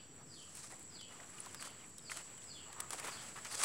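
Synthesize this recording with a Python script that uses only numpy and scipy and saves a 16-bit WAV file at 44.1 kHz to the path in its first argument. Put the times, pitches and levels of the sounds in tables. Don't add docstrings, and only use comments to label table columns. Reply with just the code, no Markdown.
import sys
import numpy as np
from scipy import signal
from scipy.fft import rfft, irfft, next_fast_len
from scipy.io import wavfile
from scipy.ndimage import map_coordinates

SR = 44100
rng = np.random.default_rng(int(sys.argv[2]) if len(sys.argv) > 2 else 0)


def boost_factor(decibels):
    exponent = np.asarray(decibels, float) / 20
    return 10 ** exponent


def store_wav(level_fs):
    pcm = np.round(np.clip(np.atleast_2d(level_fs), -1, 1) * 32767)
    wavfile.write(sys.argv[1], SR, pcm.T.astype(np.int16))


N = 160524
T = np.arange(N) / SR


def unit(x):
    return x / np.sqrt(np.mean(x ** 2) + 1e-20)


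def along(points, hz):
    f, v = np.transpose(points)
    return np.interp(np.log(hz + 1), np.log(f + 1), v)


def curves(rows):
    s, *cols = np.transpose(rows)
    return [np.interp(T, s, c) for c in cols]


def wobble(rate_hz):
    knots = rng.standard_normal(int(T[-1] * 400))
    return map_coordinates(knots, [T * np.clip(rate_hz, .1, 300)])


def filtered(x, response):
    m = next_fast_len(N + SR // 2)
    return irfft(rfft(x, m) * response(np.fft.rfftfreq(m, 1 / SR)), m)[..., :N]


def rings(x, peaks):
    def response(f):
        total = 0
        for k, (centre_hz, width_hz, db) in enumerate(peaks):
            damping = 1j * f * width_hz
            total = total + (-1) ** k * boost_factor(db) * damping / (centre_hz * centre_hz - f * f + damping)
        return total
    return filtered(x, response)


def tinted(x, colour):
    return unit(filtered(x, lambda hz: boost_factor(along(colour, hz))))


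def noise():
    return rng.standard_normal(N)


def grit(rate_hz, spread_db):
    hit, sign, size = rng.random((3, N))
    grains = (hit < rate_hz / SR) * np.sign(sign - .5) * boost_factor(-spread_db * np.log(size + 1 / 40))
    return grains + 0.31 * noise()


def swell(start_s, length_s, rise_s, fall_s):
    rise = np.clip((T - start_s) / rise_s, 0, 1)
    return rise * np.exp(-np.clip(T - start_s - length_s, 0, None) / fall_s)


def whistle(start_s, length_s, from_hz, to_hz, level_db):
    u = np.clip((T - start_s) / length_s, 0, 1)
    phase = 2 * np.pi * np.cumsum(from_hz + (to_hz - from_hz) * u) / SR
    return boost_factor(level_db) * np.sin(np.pi * u) ** 0.36 * np.sin(phase)


# start_s, length_s, rub_db, wet_over_rub_db, wood_over_rub_db
STROKE_ROWS = [(0.311, 0.24, -67, -10, -7), (0.54, 0.066, -56, -7.5, -30), (0.623, 0.041, -56, -5.5, -29),
               (0.695, 0.027, -59.5, -4.5, -21), (1.099, 0.34, -76.5, 4, 7.5), (1.443, 0.012, -64.5, 7, 2),
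               (1.588, 0.086, -54.5, -3.5, -11), (1.829, 0.11, -95, -14, 24), (2.093, 0.042, -52, -7, -21),
               (2.15, 0.037, -56.5, -1, -19), (2.195, 0.064, -63.5, 1, -22), (2.644, 0.11, -78.5, 0, 15),
               (2.754, 0.1, -68, 1, 10), (2.958, 0.089, -72, -16, 3), (2.912, 0.025, -46, -3, -34),
               (2.973, 0.024, -55.5, 2, -22), (3.027, 0.018, -49, 1, -17), (3.067, 0.014, -51.5, 3.5, -8),
               (3.11, 0.11, -64, 5.5, -14), (3.215, 0.028, -54, -1.5, -14), (3.351, 0.023, -58, 3.5, -7),
               (3.441, 0.01, -45, -5.5, -24), (3.499, 0.1, -47, -5, -14), (3.59, 0.038, -43.5, -5, -10),
               (3.619, 0.058, -38.5, -19, -1.5)]
# start_s, dry_db, wet_db
RUSTLE_CURVE = [(0, -87, -68), (.5, -65.5, -68.5), (1, -69, -64.5), (1.5, -62, -61.5), (1.9, -69.5, -66),
                (2.3, -65.5, -63), (2.75, -70, -62.5), (3.1, -58.5, -55.5), (3.64, -58.5, -59)]
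# hz, level_db
RUB_SPECTRUM = [(2500, -44), (4000, -5.5), (6000, -3), (8300, 1.5), (10000, -4.5), (12000, -20),
                (16000, -29)]
# hz, level_db
SMEAR_SPECTRUM = [(200, -9), (450, -0.5), (1200, 2.5), (2200, 0), (3500, -4), (6000, -19.5)]
# centre_hz, width_hz, level_db
MOULD_MODES = [(940, 145, -6.5), (1200, 110, 1.5), (1900, 160, -8)]


def hands():
    shape = np.array([swell(s, n, 0.015, 0.02) for s, n, *_ in STROKE_ROWS])
    rub_db, wet_db, wood_db = np.transpose(STROKE_ROWS)[2:]
    lumps = boost_factor(2.2 * wobble(55) + 1.5 * wobble(150))
    rub = boost_factor(rub_db) @ shape * tinted(grit(2500, 3.9), RUB_SPECTRUM)
    smear = boost_factor(rub_db + wet_db) @ shape * tinted(grit(1500, 3.34), SMEAR_SPECTRUM)
    wood = boost_factor(rub_db + wood_db) @ shape * unit(rings(grit(400, 4), MOULD_MODES))

    dry_db, damp_db = curves(RUSTLE_CURVE)
    crumbs = boost_factor(dry_db + 1.6 * wobble(25.56)) * tinted(grit(160, 4.5), RUB_SPECTRUM)
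    damp = boost_factor(damp_db + 2.2 * wobble(17)) * tinted(noise(), SMEAR_SPECTRUM)
    return lumps * (rub + smear) + np.sqrt(lumps) * wood + crumbs + damp


# start_s, fizz_db, thud_db, crack_db
SNAP_ROWS = [(0.4244, -47, -73, -47.5), (0.5521, -40, -56, -55), (0.5701, -38, -60, -44),
             (0.7941, -43.5, -78, -72), (0.8275, -43, -79, -77), (1.0114, -67, -52.5, -43.5),
             (1.4606, -40, -49, -43), (1.5459, -36.5, -42.5, -42), (1.6251, -34.5, -42, -62),
             (1.9824, -37.5, -61, -46), (2.0964, -56, -40.5, -68), (2.1174, -38, -36, -43.5),
             (2.171, -35, -40, -36), (2.3775, -45, -52.5, -58), (2.4409, -51, -55, -53),
             (2.7282, -40.5, -42, -46.5), (2.8025, -23.5, -39, -31.5), (2.9058, -29, -40, -38),
             (2.9317, -28.5, -35, -43), (2.9981, -32.5, -38, -44), (3.4484, -67, -56, -35),
             (3.5134, -39, -41, -53), (3.6154, -32, -32.5, -36), (3.6354, -16.5, -25, -35)]


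def snaps():
    parts, t = np.zeros((3, N + SR)), T[:1500]
    t60_s = np.array([[.03], [.022], [.022]])
    attack = np.clip(t / 0.00032, 0, 1) * (1 + 1.15 * np.exp(-t / 0.00042))
    envelope = boost_factor(-60 * t / t60_s) * attack
    draw = rng.standard_normal((len(SNAP_ROWS), 3, len(t)))
    for (s, fizz_db, thud_db, crack_db), z in zip(SNAP_ROWS, draw):
        gains = boost_factor([[thud_db + 1], [crack_db - 1], [fizz_db - 4]])
        parts[:, round(s * SR):][:, :len(t)] += gains * z * np.abs(z) * envelope
    thud, crack, fizz = parts[:, :N]

    def twice(x, peaks):
        return rings(rings(x, peaks), peaks)

    out = 1.04 * twice(thud, [(1400, 2450, 0.0015)])
    out += 0.78 * twice(crack, [(5300, 4200, 0.006)])
    out += 0.92 * twice(fizz, [(8800, 3230, 0)])
    return out + 0.2 * rings(fizz, [(14000, 19000, 0.004)])


def ring_clusters(table, spread, floor_hz, t60_s, rise_s):
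    out, t = np.zeros(N + SR), T[:2000]
    for (s, hz, db), z in zip(table, rng.standard_normal((len(table), 9))):
        ring = 0
        for place, k in zip(np.linspace(-1.5, 1.5, len(z)), z):
            ring_hz = hz + (spread * hz + floor_hz) * (place + k / 4)
            ring = ring + np.exp(-place ** 2 / 2) * np.sin(2 * np.pi * (ring_hz * t + k))
        out[round(s * SR):][:len(t)] += boost_factor(db - 7 - 60 * t / t60_s) * (1 - np.exp(-t / rise_s)) * ring
    return out[:N]


# start_s, pitch_hz, level_db
KNOCK_ROWS = [(.727, 647, -37.5), (1.122, 1900, -40.5), (1.2, 1950, -38), (1.215, 690, -37),
              (1.383, 2870, -40.5), (1.402, 9300, -25), (0.642, 1360, -46.5), (.735, 1980, -46),
              (1.465, 1050, -29), (1.637, 1280, -38), (1.672, 1120, -36), (1.842, 2493, -45),
              (2.116, 1900, -24), (2.42, 3260, -44.5), (2.904, 520, -35), (2.932, 544, -32),
              (2.944, 510, -33.5), (3.084, 1200, -40), (3.375, 1400, -30), (3.447, 1890, -36)]


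def knocks():
    return ring_clusters(KNOCK_ROWS, 0.057, 196, t60_s=0.018, rise_s=0.0022)


# start_s, pitch_hz, level_db
TICK_ROWS = [(.352, 10200, -56), (.402, 8600, -50), (.452, 8600, -50), (.578, 2280, -45.5),
             (.632, 5400, -50), (.655, 6200, -49), (.722, 8850, -42), (.757, 9600, -57), (1.128, 8800, -52),
             (1.203, 5500, -50), (1.232, 3020, -46), (1.236, 7000, -56), (1.275, 3980, -60),
             (1.297, 1980, -49), (1.3, 10300, -52), (1.385, 9500, -51), (1.404, 4500, -54),
             (1.433, 8500, -53), (1.448, 6000, -46), (1.449, 10200, -54), (1.528, 8600, -45),
             (1.596, 2000, -42), (1.61, 8800, -44), (1.705, 9900, -50), (1.803, 9650, -55),
             (1.842, 8600, -50), (1.862, 9600, -51), (1.88, 10600, -56), (1.896, 9500, -50),
             (1.992, 3500, -50.5), (2.025, 10000, -58), (2.098, 2400, -37), (2.195, 2040, -40),
             (2.42, 6540, -52), (2.502, 2550, -55), (2.742, 7000, -49), (2.896, 10200, -51),
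             (3.028, 2270, -39), (3.04, 9000, -42), (3.074, 9400, -35.5), (3.092, 3000, -37.5),
             (3.11, 5900, -46), (3.236, 9500, -46), (3.389, 6000, -48), (3.407, 9000, -54),
             (3.468, 2820, -44), (3.468, 6500, -45), (3.525, 9900, -37), (3.593, 9400, -34)]


def ticks():
    return ring_clusters(TICK_ROWS, 0.122, 180, t60_s=0.016, rise_s=0.0003)


# start_s, length_s, from_hz, to_hz, level_db
SQUELCH_ROWS = [
    (.18, 0.064, 900, 1200, -61.5),
    (.705, 0.053, 600, 703, -58.5),
    (0.698, 0.041, 1800, 2010, -57.5),
    (1.182, .075, 645, 1015, -57),
    (2.671, 0.046, 712, 885, -56.5),
    (2.764, 0.088, 1000, 1200, -53.5),
    (2.989, 0.086, 894, 1055, -51.5),
    (3.052, 0.056, 1200, 1144, -48.5),
    (3.357, 0.041, 1100, 1600, -48.5),
    (3.45, 0.024, 1650, 2117, -45),
]


def squelches():
    rough = unit(rings(grit(310, 3.4), [(1, 250, 0)]))
    return rough * sum(whistle(*row) for row in SQUELCH_ROWS)


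# start_s, level_db, near_share (0-1)
CHORUS_CURVE = [(0, -62.5, 0.4), (.75, -58.5, 0.4), (1.2, -59.5, 0.17), (1.9, -60, 0), (2.25, -56.5, 0.16),
                (3, -57, 0.02), (3.64, -58, 0.8)]
# centre_hz, width_hz, level_db
FAR_CHORUS_BANDS = [(7845, 150, -5.5), (7145, 350, -14.5)]
# centre_hz, width_hz, level_db
CRICKET_BANDS = [
    (5794, 230, -75),
    (8950, 260, -79),
    (4500, 550, -78),
]
# centre_hz, width_hz, level_db
HIGH_CRICKET_BAND = (13700, 90, -89)


def insects():
    level_db, share = curves(CHORUS_CURVE)
    share = np.clip(share, 0, 1)
    buckles_hz = 235.4 * (1 + 0.0029 * wobble(2.67))
    beat = np.sin(np.pi * np.cumsum(buckles_hz) / SR)
    sides = np.where(beat > 0, 1, 0.21)
    gate = np.abs(beat) ** 1.7 * sides * boost_factor(3.1 * wobble(110))
    tymbal_hz = 7720 + 29.8 * wobble(140)
    near = unit(gate * np.sin(2 * np.pi * np.cumsum(tymbal_hz) / SR))
    far = unit(rings(rings(noise(), FAR_CHORUS_BANDS), [(7300, 2900, 0)]))
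    out = boost_factor(level_db + 1.0 + 0.2 * wobble(6.64)) * (np.sqrt(share) * near + np.sqrt(1 - share) * far)

    for hz, width_hz, db in CRICKET_BANDS + [HIGH_CRICKET_BAND]:
        band = [(hz, width_hz, 0)]
        song = unit(rings(rings(noise(), band), band))
        out += boost_factor(db + 0.44 * wobble(10.0) + 2.0 * wobble(55)) * song
    return out


# start_s, level_db, lower_over_upper_half_db
CALL_ROWS = [
    (-.2, -62, -2.5),
    (0.266, -65, -1),
    (0.888, -63.5, 0),
    (1.532, -63, -5),
    (2.013, -63, -8),
    (2.447, -62, -2),
    (3.062, -61.5, -6),
    (3.455, -61, -8),
]
# start_s, pitch_hz, level_db
CALL_GLIDE = [(-.022, 5650, -19), (.008, 5210, -6), (.04, 4810, 2), (.068, 4350, 2), (.076, 4100, -6),
              (.086, 3700, -7), (0.095, 3450, 1), (.122, 3050, 1.5), (0.165, 2550, -9)]
# start_s, length_s, from_hz, to_hz, level_db
CHIP_ROWS = [
    (1.232, 0.043, 9300, 10500, -78),
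    (1.279, 0.1, 10600, 9150, -69),
    (1.486, 0.023, 3300, 2800, -62),
    (1.797, 0.023, 3290, 2800, -62),
    (2.372, 0.026, 3310, 2815, -60.5),
]


def birds():
    at_s, pitch_hz, level_db = np.transpose(CALL_GLIDE)
    far, early_s = 0, np.arange(-SR // 2, N) / SR
    warble_hz = 80 * np.resize(wobble(250), len(early_s))
    for s, db, low_db in CALL_ROWS:
        u = early_s - s
        call_db = db + np.interp(u, at_s, level_db) + low_db * (u > at_s[4])
        gain = (u > at_s[0]) * (u < at_s[-1]) * boost_factor(call_db)
        far = far + gain * np.sin(2 * np.pi * np.cumsum(np.interp(u, at_s, pitch_hz) + warble_hz) / SR)

    trees_t60_s, trees_db = 0.56, 9.5
    t = T[:SR // 2]
    tail = rng.standard_normal(len(t)) * boost_factor(-60 * t / trees_t60_s)
    tail = tail / np.linalg.norm(tail)

    def echo(x):
        return signal.fftconvolve(x, tail)[:len(x)]

    near = sum(whistle(*row) for row in CHIP_ROWS)
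    return (0.15 * far + boost_factor(trees_db) * echo(far))[-N:] + near + 0.23 * echo(near)


# hz, density_db_per_hz
YARD_SPECTRUM = [(20, -16), (50, -20), (85, 4.5), (150, 3.5), (450, -3.5), (900, -15.5), (4500, -50),
                 (9000, -78), (16000, -59)]


def yard():
    return boost_factor(-63 + 0.8 * wobble(6.34)) * tinted(noise(), YARD_SPECTRUM)


# hz, density_db_per_hz
PORT_SPECTRUM = [(40, -17), (125, 1), (1000, -5), (3500, -9), (13000, -18.5)]


def port_hiss():
    return boost_factor(-73.5) * tinted(noise(), PORT_SPECTRUM)


def scene():
    clay = hands() + snaps() + knocks() + ticks() + squelches()
    mid = clay + insects() + birds() + yard()
    side = port_hiss()
    return np.array([mid + side, mid - side])


def low_pass(x):
    return signal.sosfilt(signal.butter(12, 16390, fs=SR, output="sos"), x)


def record(dry):
    top_hz, offset = 15830, -.0006
    mix = filtered(dry, lambda hz: hz < top_hz) + offset
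    return low_pass(mix)


dry = scene()
out = record(dry)
store_wav(out)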